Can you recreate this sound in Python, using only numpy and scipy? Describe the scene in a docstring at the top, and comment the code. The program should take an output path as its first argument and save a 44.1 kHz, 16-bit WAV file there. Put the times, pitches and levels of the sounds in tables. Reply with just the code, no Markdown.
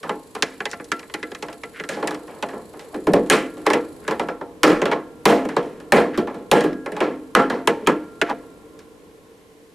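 """At first a small motor by the microphone whirrs over a far-off fan, while a parrot on a wooden table taps
with beak and claws: decaying bands of noise. From 3.3 s to 7.9 s it bangs a block with its beak seven times,
with lighter taps, thuds and scrapes in between; table-top modes and the wires of its cage ring on.
The motor drops back after 4.2 s; a few last taps follow the blows. The hardest blows drive the limiter."""
import sys
import numpy as np
from scipy import signal
from scipy.io import wavfile

SR = 44100
rng = np.random.default_rng(int(sys.argv[2]) if len(sys.argv) > 2 else 0)


def int16_out(signal):
    """Quantize to a 16-bit WAV file."""
    q = np.round(np.clip(np.atleast_2d(signal).T, -1, 1) * 32767)
    wavfile.write(sys.argv[1], SR, q.astype(np.int16))


N = 429534


def amp(db):
    """Level law: decibels to amplitude ratio."""
    return 10 ** (np.asarray(db) / 20)


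def rms_one(x):
    """Normalization to unit root-mean-square."""
    return x / np.sqrt(np.mean(x ** 2) + 1e-20)


def at_hz(points, hz):
    """Spectral interpolation: second column read at hz, linear in log frequency."""
    points = np.array(points)
    return np.interp(np.log(hz), np.log(points[:, 0]), points[:, 1])


def ring(clicks, hz, t60):
    """Impulse response of a damped oscillator: a unit click starts a decaying sine of height 1."""
    radius, w = amp(-60 / (t60 * SR)), 2 * np.pi * hz / SR
    feedback = [1, -2 * radius * np.cos(w), radius * radius]
    return signal.lfilter([0, np.sin(w)], feedback, clicks + 1e-18)


def resonate(x, modes):
    """Modal superposition: parallel resonances of (f/Hz, width/Hz, level/dB), signs alternating."""
    out = 0
    for k, (hz, width, db) in enumerate(modes):
        radius = np.exp(-np.pi * width / SR)
        feedforward = [1 - radius ** 2, 0, radius ** 2 - 1]
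        feedback = [2, -4 * radius * np.cos(2 * np.pi * hz / SR), 2 * radius ** 2]
        out = out + (-1) ** k * amp(db) * signal.lfilter(feedforward, feedback, x)
    return out


# balance of the microphone pair: f/Hz, left minus right level/dB
PAIR_BALANCE = [(60, -0.5), (180, -0.5), (550, -0.5), (1650, -1.5), (4970, -0.5), (15000, 3.5)]
BAND_EDGES_HZ = 22 * 2 ** np.arange(0, 9.9, .4)


def bands(level, likeness, top_hz):
    """Interchannel coherence: band-passed noise shaped by level(hz), mixed from middle and side parts."""
    out = 0
    white = rng.standard_normal((2, 2, N))   # neighbouring bands use different noise
    edges = BAND_EDGES_HZ[BAND_EDGES_HZ < top_hz]
    for k, (low, high) in enumerate(zip(edges, edges[1:])):
        hz = np.sqrt(low * high)
        band_pass = signal.butter(2, [low, high], "band", fs=SR, output="sos")
        mid, side = signal.sosfilt(band_pass, level(hz) * white[k % 2])
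        alike = np.clip(at_hz(likeness, hz), 0, 1)
        lean = at_hz(PAIR_BALANCE, hz) / 2
        pair = np.sqrt(1 + alike) * mid + np.sqrt(1 - alike) * side * [[1], [-1]]
        out = out + amp([[lean], [-lean]]) * pair
    return out


# hiss spectrum, relative: f/Hz, level/dB per Hz
HISS_SPECTRUM = [(880, -29), (1500, 0), (4830, -7), (5330, -14), (6830, -7), (11100, -11.5), (13500, 3),
                 (14600, -9), (16000, -36)]
# stereo width of hiss and fan: f/Hz, left-right likeness (1 = identical)
FLOOR_LIKENESS = [(60, 0.33), (180, 0.85), (550, 0.9), (1650, 0.086), (4970, 0.46), (15000, 0.4)]


def hiss():
    """Stationary random noise: microphone hiss with a fixed spectrum and unit rms."""
    return rms_one(bands(lambda hz: amp(at_hz(HISS_SPECTRUM, hz)), FLOOR_LIKENESS, SR / 2))


# fan spectrum, relative: f/Hz, level/dB per Hz
FAN_SPECTRUM = [(25, -16), (69, -8.5), (134, -11), (200, -6), (294, -13), (447, -15), (600, -15.5),
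                (1060, -23), (3000, -36), (3900, -52)]
# fan duct resonances: f/Hz, width/Hz, level/dB
FAN_DUCT = [(296, 22, 13), (455, 36, 19), (1070, 70, 9)]


def fan():
    """Duct resonance: broadband air noise strengthened at the duct's modes, unit rms."""
    air = bands(lambda hz: amp(at_hz(FAN_SPECTRUM, hz)), FLOOR_LIKENESS, 5000)
    return rms_one(air + resonate(air, FAN_DUCT))


# motor housing resonances: f/Hz, width/Hz, level/dB
MOTOR_HOUSING = [(4210, 750, -0.5), (6850, 250, 0.5), (7980, 433, 2), (9960, 120, 3.5), (10700, 410, 2.5),
                 (12850, 1100, -8.5)]
TURNS_PER_S, FIRST_SWELL_S = 26.0, .004
SWELL_DB, SWELL_SHARPNESS = 8, 6   # peak rise; a larger sharpness makes a shorter swell


def motor():
    """Amplitude modulation: gear noise swells once a turn, filtered by the housing; unit rms."""
    half_turns = np.pi * TURNS_PER_S * (np.arange(N) / SR - FIRST_SWELL_S)
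    throb = amp(SWELL_DB * np.cos(half_turns) ** (2 * SWELL_SHARPNESS))
    gears = rng.standard_normal(N) + 0.87 * rng.standard_normal((2, N))   # shared and per-channel parts
    return rms_one(resonate(throb * gears, MOTOR_HOUSING))


# background course: t/s, fan level/dB, motor level/dB
BACKGROUND = [(0, -47, -56.5), (3, -44, -56), (4.2, -40, -56), (4.4, -42.5, -69.5), (8.398, -43.5, -63.5),
              (9.74, -50.5, -92)]
HISS_DB, FLOOR_TOP_HZ = -59, 14200


def background():
    """Linear superposition: fan, hiss and motor add up, then pass one steep low-pass."""
    s, fan_db, motor_db = np.transpose(BACKGROUND)
    t = np.arange(N) / SR
    floor = amp(np.interp(t, s, fan_db)) * fan() + amp(HISS_DB) * hiss()
    floor = floor + amp(np.interp(t, s, motor_db)) * motor()
    return signal.sosfilt(signal.cheby2(10, 50, FLOOR_TOP_HZ, fs=SR, output="sos"), floor)


# claws and beak dragged over the wood: middle t/s, length/s, level/dB, f/Hz
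SCRAPES = [(0.72, 0.087, -50, 4800), (1.777, 0.11, -44.5, 1660), (1.94, 0.068, -50.5, 3940),
           (2.949, 0.053, -39.5, 630), (3.669, 0.036, -29.5, 1150), (4.072, 0.14, -51, 1490),
           (4.926, 0.039, -31.5, 1820), (6.152, 0.058, -39.5, 1490), (6.964, 0.048, -48, 1460),
           (7.868, 0.011, -36, 2380), (8.276, 0.08, -42, 1520), (8.306, 0.066, -27, 860)]
GRIT_PER_S, RELATIVE_WIDTH = 4000, 0.7   # mean grain rate; resonance width re its frequency


def scrapes():
    """Friction as random impulses: uneven grit under a swelling stroke, twice through one broad resonance."""
    grit = (rng.random(N) < GRIT_PER_S / SR) * rng.laplace(0, 1, N)
    out = np.zeros(N)
    for s, length, db, hz in SCRAPES:
        size = int(length * SR)
        start = int(s * SR) - size // 2
        mode = [(hz, RELATIVE_WIDTH * hz, 0)]
        swell = np.hanning(size) * grit[start:start + size]
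        stroke = np.r_[swell, np.zeros(size // 2)]   # room to ring out
        out[start:start + len(stroke)] += amp(db) * rms_one(resonate(resonate(stroke, mode), mode))
    return out


# cage wires, low to high: f/Hz, t60/s, level/dB
CAGE_WIRES = [(1077, 0.38, -50.5), (1380, 2.7, -46), (1650, 1.12, -44.5)]


def cage():
    """Free vibration after impact: each hard blow rings the wires, favouring the high or the low one."""
    blows, out = np.array(BLOWS), np.zeros(N)
    for side, (hz, t60, db) in zip((-1, 0, 1), CAGE_WIRES):
        clicks = np.zeros(N)
        clicks[(blows[:, 0] * SR).astype(int)] = amp(db + side * blows[:, -1])
        out += ring(clicks, hz, t60)
    return out


# Hit levels are relative to the wood spectrum; t60 is further scaled by frequency.
# dry claw ticks: t/s, middle level/dB, treble level/dB re middle
CLAWS = [(.423, -7.5, -3.5), (0.603, -15.5, -22.5), (0.654, -15, -8.5), (0.713, -34, 6), (.731, -18.5, -23),
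         (0.798, -21.5, -40), (0.843, -51, 17.5), (.917, -12, -9), (.993, -30, -5.5), (1.028, -29.5, -21),
         (1.097, -31, -19), (1.139, -14.5, -10), (1.228, -17.5, -18), (1.348, -24.5, -9), (1.634, -20, -15),
         (1.798, -17.5, -23), (1.837, -22, -15.5), (6.728, -36, -7), (8.214, -4.5, -16)]
CLAW_T60_S = 0.08
# lighter beak taps on the wood: t/s, middle level/dB, treble level/dB re middle, t60/s
TAPS = [(.03, -18, -21, 0.32), (.093, -11.5, -22.5, 0.18), (.35, -17, -15.5, 0.18),
        (1.316, -21.5, -18, 0.041), (1.424, -17, -10.5, 0.13), (1.483, -22, -20, 0.2),
        (1.528, -33, -4, 0.058), (1.889, -17.5, -8, 0.49), (1.969, -23.5, -28, 0.98),
        (2.026, -12, -27, 0.2), (2.073, -14.5, -7.5, 0.12), (2.108, -20, -13, 0.27),
        (2.145, -23, -13, 0.094), (2.278, -29.5, -22, 1), (2.425, -11, -18, 0.12),
        (2.487, -25, -16.5, 0.39), (2.533, -23.5, -42, 0.47), (2.736, -30.5, -31, 0.97),
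        (2.793, -34.5, -2, 0.32), (3.665, -4.5, -16, 0.14), (3.701, -8, -15.5, 0.22),
        (3.733, -4.5, -17, 0.18), (4.078, -12, -15.5, 0.19), (4.109, -12, -20, 0.21),
        (4.195, -8.5, -21.5, 0.19), (4.285, -13, -24.5, .18), (4.411, -17.5, -37, 0.16),
        (4.817, -6, -23.5, 0.14), (4.855, -7.5, -21.5, 0.24), (4.914, -8, -24, 0.27),
        (5.488, -21, -14.5, .34), (5.565, -6.5, -24, 0.23), (5.8, -33.5, -10, 0.19),
        (6.272, -18.5, -29, 0.37), (6.607, -16.5, -11.5, 0.32), (6.86, -15.5, -22.5, 0.16),
        (6.965, -17.5, -21, 0.25), (7.004, -6.5, -22, 0.35), (7.499, -10.5, -21, 0.37),
        (7.673, -1.1, -13.5, .13), (8.297, -13.5, -24, 0.13), (8.435, -34, -33, .05), (8.79, -44, 2, 0.26)]
# heavy, low bumps of the block on the table: columns as for the taps
THUDS = [(2.943, -20.5, -21, 0.22), (3.069, -7.5, -24.5, 0.17), (3.134, -2.5, -21, 0.18),
         (3.261, -33, -12, 0.63), (3.569, -32.5, -16, 0.53), (5.451, -17.5, -20, 0.08),
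         (5.628, -30.5, -13, 0.74), (6.175, -10.5, -17, 0.2), (6.343, -28.5, -17, 0.34),
         (6.639, -14.5, -17, 0.29), (6.919, -23.5, -16.5, 0.24), (7.811, -33, -38, 0.86)]
# shared by one kind of hit: bass level/dB re middle, middle f/Hz, crack level/dB re middle,
# lowest-band level/dB re bass, top-octave level/dB re treble
CLAW_KIND = (-11.5, 1644, 7, -0.5, -9.5)
TAP_KIND = (-9.5, 903, 6.5, -7, -4.5)
THUD_KIND = (0.3, 755, 3.5, -1.5, 1.5)
# hard blows: t/s, middle level/dB, treble level/dB re middle, t60/s, middle f/Hz,
# level/dB added to the high cage wire and taken from the low one
BLOWS = [(3.299, 1, -9.5, 0.33, 1710, -3.5), (4.632, 4, -13, 0.37, 1200, 7),
         (5.254, 1.5, -13, 0.41, 700, 4), (5.921, 4.5, -17.5, 0.35, 700, -3),
         (6.514, 3.5, -16.5, .31, 830, 13), (7.35, 6, -20, 0.23, 1280, 0), (7.871, 1, -18.5, .17, 1090, -6)]
BLOW_BASS_DB, BLOW_CRACK_DB = -10.5, 4.5   # re middle


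def all_hits():
    """Common impact model: rows of (t/s, middle, bass, treble/dB, t60/s, f/Hz, crack, lowest, top/dB)."""
    hits = [(s, db, BLOW_BASS_DB, treble, t60, hz, BLOW_CRACK_DB, 0, 0)
            for s, db, treble, t60, hz, _ in BLOWS]
    claws = [(*row, CLAW_T60_S) for row in CLAWS]
    for rows, kind in ((TAPS, TAP_KIND), (THUDS, THUD_KIND), (claws, CLAW_KIND)):
        bass, hz, crack, lowest, top = kind
        hits += [(s, db, bass, treble, t60, hz, crack, lowest, top) for s, db, treble, t60 in rows]
    return np.array(hits)


# wood spectrum of a blow, relative: f/Hz, level/dB per Hz
WOOD_SPECTRUM = [(15, -51), (25, -18.5), (103, -39.5), (167, -9), (482, -4.5), (615, -11), (852, -15.5),
                 (976, -9.5), (2140, -15), (6020, -36), (7890, -35), (14000, -52), (16400, -72)]


def strength_db(hits, hz):
    """Excitation spectrum: each hit bends the colour of the wood by its own levels from bass to treble."""
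    usual = np.interp(np.log(hz), np.log([350, 1500, 6000]), [-11, 0, -16])
    own = []
    for _, _, bass, treble, _, middle_hz, _, lowest, top in hits:
        places = np.log([70, 350, np.clip(middle_hz, 500, 4000), 6000, 12000])
        own.append(np.interp(np.log(hz), places, [bass + lowest, bass, 0, treble, treble + top]))
    return hits[:, 1] + np.array(own) - usual + at_hz(WOOD_SPECTRUM, hz)


# damping of the wood: f/Hz, factor on a hit's t60
FADE = [(100, 0.99), (300, 1.435), (700, 0.95), (1800, 0.99), (5000, 0.85), (12000, 0.81)]
# stereo width of the hits: f/Hz, left-right likeness (1 = identical)
HIT_LIKENESS = [(60, 0.4), (180, 1), (550, 0.97), (1650, 0.94), (4970, 0.87), (15000, 0.75)]
# table-top modes: f/Hz, level/dB, t60/s
TABLE_TOP = [(179.6, -13, 0.67), (264.4, 6.5, 0.71), (304.2, 4, 0.44), (337.1, 2, 0.39), (431.7, -1, 0.174),
             (477, 8, 0.21), (513, 0.5, 0.38), (688.4, 10, 0.27), (834, 4, 0.27), (914, -0.5, 0.37),
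             (1068, -3, 0.32), (1352, 8, 0.18), (1694, 1.5, 0.028), (2022, 8, 0.054)]
PULSE_HZ, PULSE_DB, PULSE_T60_S = 46, -20.5, .07   # low pulse at each hit; level on top of the hit's own
ROOM_DB, ROOM_T60_S = -18, 0.51   # re the body; t60 before FADE
RISE_CYCLES = 0.69
# crack t60 at 1500 Hz, exponent by which it shortens upwards, and level slope
CRACK_T60_S, CRACK_SHORTER, CRACK_DB_PER_OCTAVE = 0.047, 0.23, 3
FLUTTER_DB, FLUTTER_HZ, SPREAD_DB = 1.5, 50, 1.2   # rms flutter, its bandwidth; spread per hit and band


def knocks():
    """Impact and modal decay: a crack, dense wood ringing that dies band by band, room and table modes."""
    hits = all_hits()
    step = 12   # samples per envelope point
    age = np.arange(SR // step) * step / SR
    radius = np.exp(-2 * np.pi * FLUTTER_HZ * step / SR)

    def level(hz):
        """Energy summation: the powers of all hits add in one band."""
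        power = np.full(N // step + len(age) + 1, 1e-20)
        fade, pitch = at_hz(FADE, hz), hz / 1500
        rise = (1 - np.exp(-age / (RISE_CYCLES / hz))) ** 2   # lows build up slowly
        crack_decay = amp(-120 * age / CRACK_T60_S * pitch ** CRACK_SHORTER)   # 120: power, not amplitude
        crack = pitch ** (CRACK_DB_PER_OCTAVE / 3) * crack_decay
        room = amp(2 * (ROOM_DB - 60 * age / ROOM_T60_S / fade))
        spread = rng.normal(0, SPREAD_DB, len(hits))   # random level spread per hit and band
        for (s, t60, crack_db), db in zip(hits[:, [0, 4, 6]], strength_db(hits, hz) + spread):
            start = int(s * SR / step)
            body = amp(-120 * age / (max(t60, .02) * fade))
            power[start:start + len(age)] += amp(2 * db) * rise * (body + room + amp(2 * crack_db) * crack)
        noise = rng.standard_normal(len(power))
        # random level flutter of each noise band
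        flutter = rms_one(signal.lfilter([1], [1, -2 * radius, radius ** 2], noise))
        return np.repeat(np.sqrt(power) * amp(FLUTTER_DB * flutter), step)[:N]

    wood = amp(7.5) * bands(level, HIT_LIKENESS, SR / 2)
    modes = [(hz, np.log(1000) / np.pi / t60, db) for hz, db, t60 in TABLE_TOP]   # t60 to width
    table = resonate(wood.mean(axis=0), modes)
    clicks = np.zeros(N)   # start a low pulse at each hit
    clicks[(hits[:, 0] * SR).astype(int)] = amp(hits[:, 1] + hits[:, 2] + hits[:, 7] + PULSE_DB)
    return wood + table + ring(clicks, PULSE_HZ, PULSE_T60_S)


def scene():
    """Linear superposition: background, scrapes, cage wires and knocks."""
    return background() + scrapes() + cage() + knocks()


LIMIT_DB, RELEASE_DB_PER_S, ATTACK_S = -3.5, 340, 0.0012
CUTOFF_HZ = 16900


def record(dry):
    """Peak limiting: gain ducks fast and recovers at a steady rate; the rest is clipped and low-passed."""
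    level_db = 20 * np.log10(np.abs(dry).max(axis=0) + 1e-9)
    over = np.maximum(level_db - LIMIT_DB, 0)
    slope = RELEASE_DB_PER_S * np.arange(N) / SR
    held = np.maximum.accumulate(over + slope) - slope   # peak hold with linear release
    r = np.exp(-1 / (ATTACK_S * SR))
    ducked = dry * amp(-signal.lfilter([1 - r], [1, -r], held))
    clipped = np.clip(ducked, -.93, .93)
    return signal.sosfilt(signal.cheby2(16, 90, CUTOFF_HZ, fs=SR, output="sos"), clipped)


dry = scene()
out = record(dry)
int16_out(out)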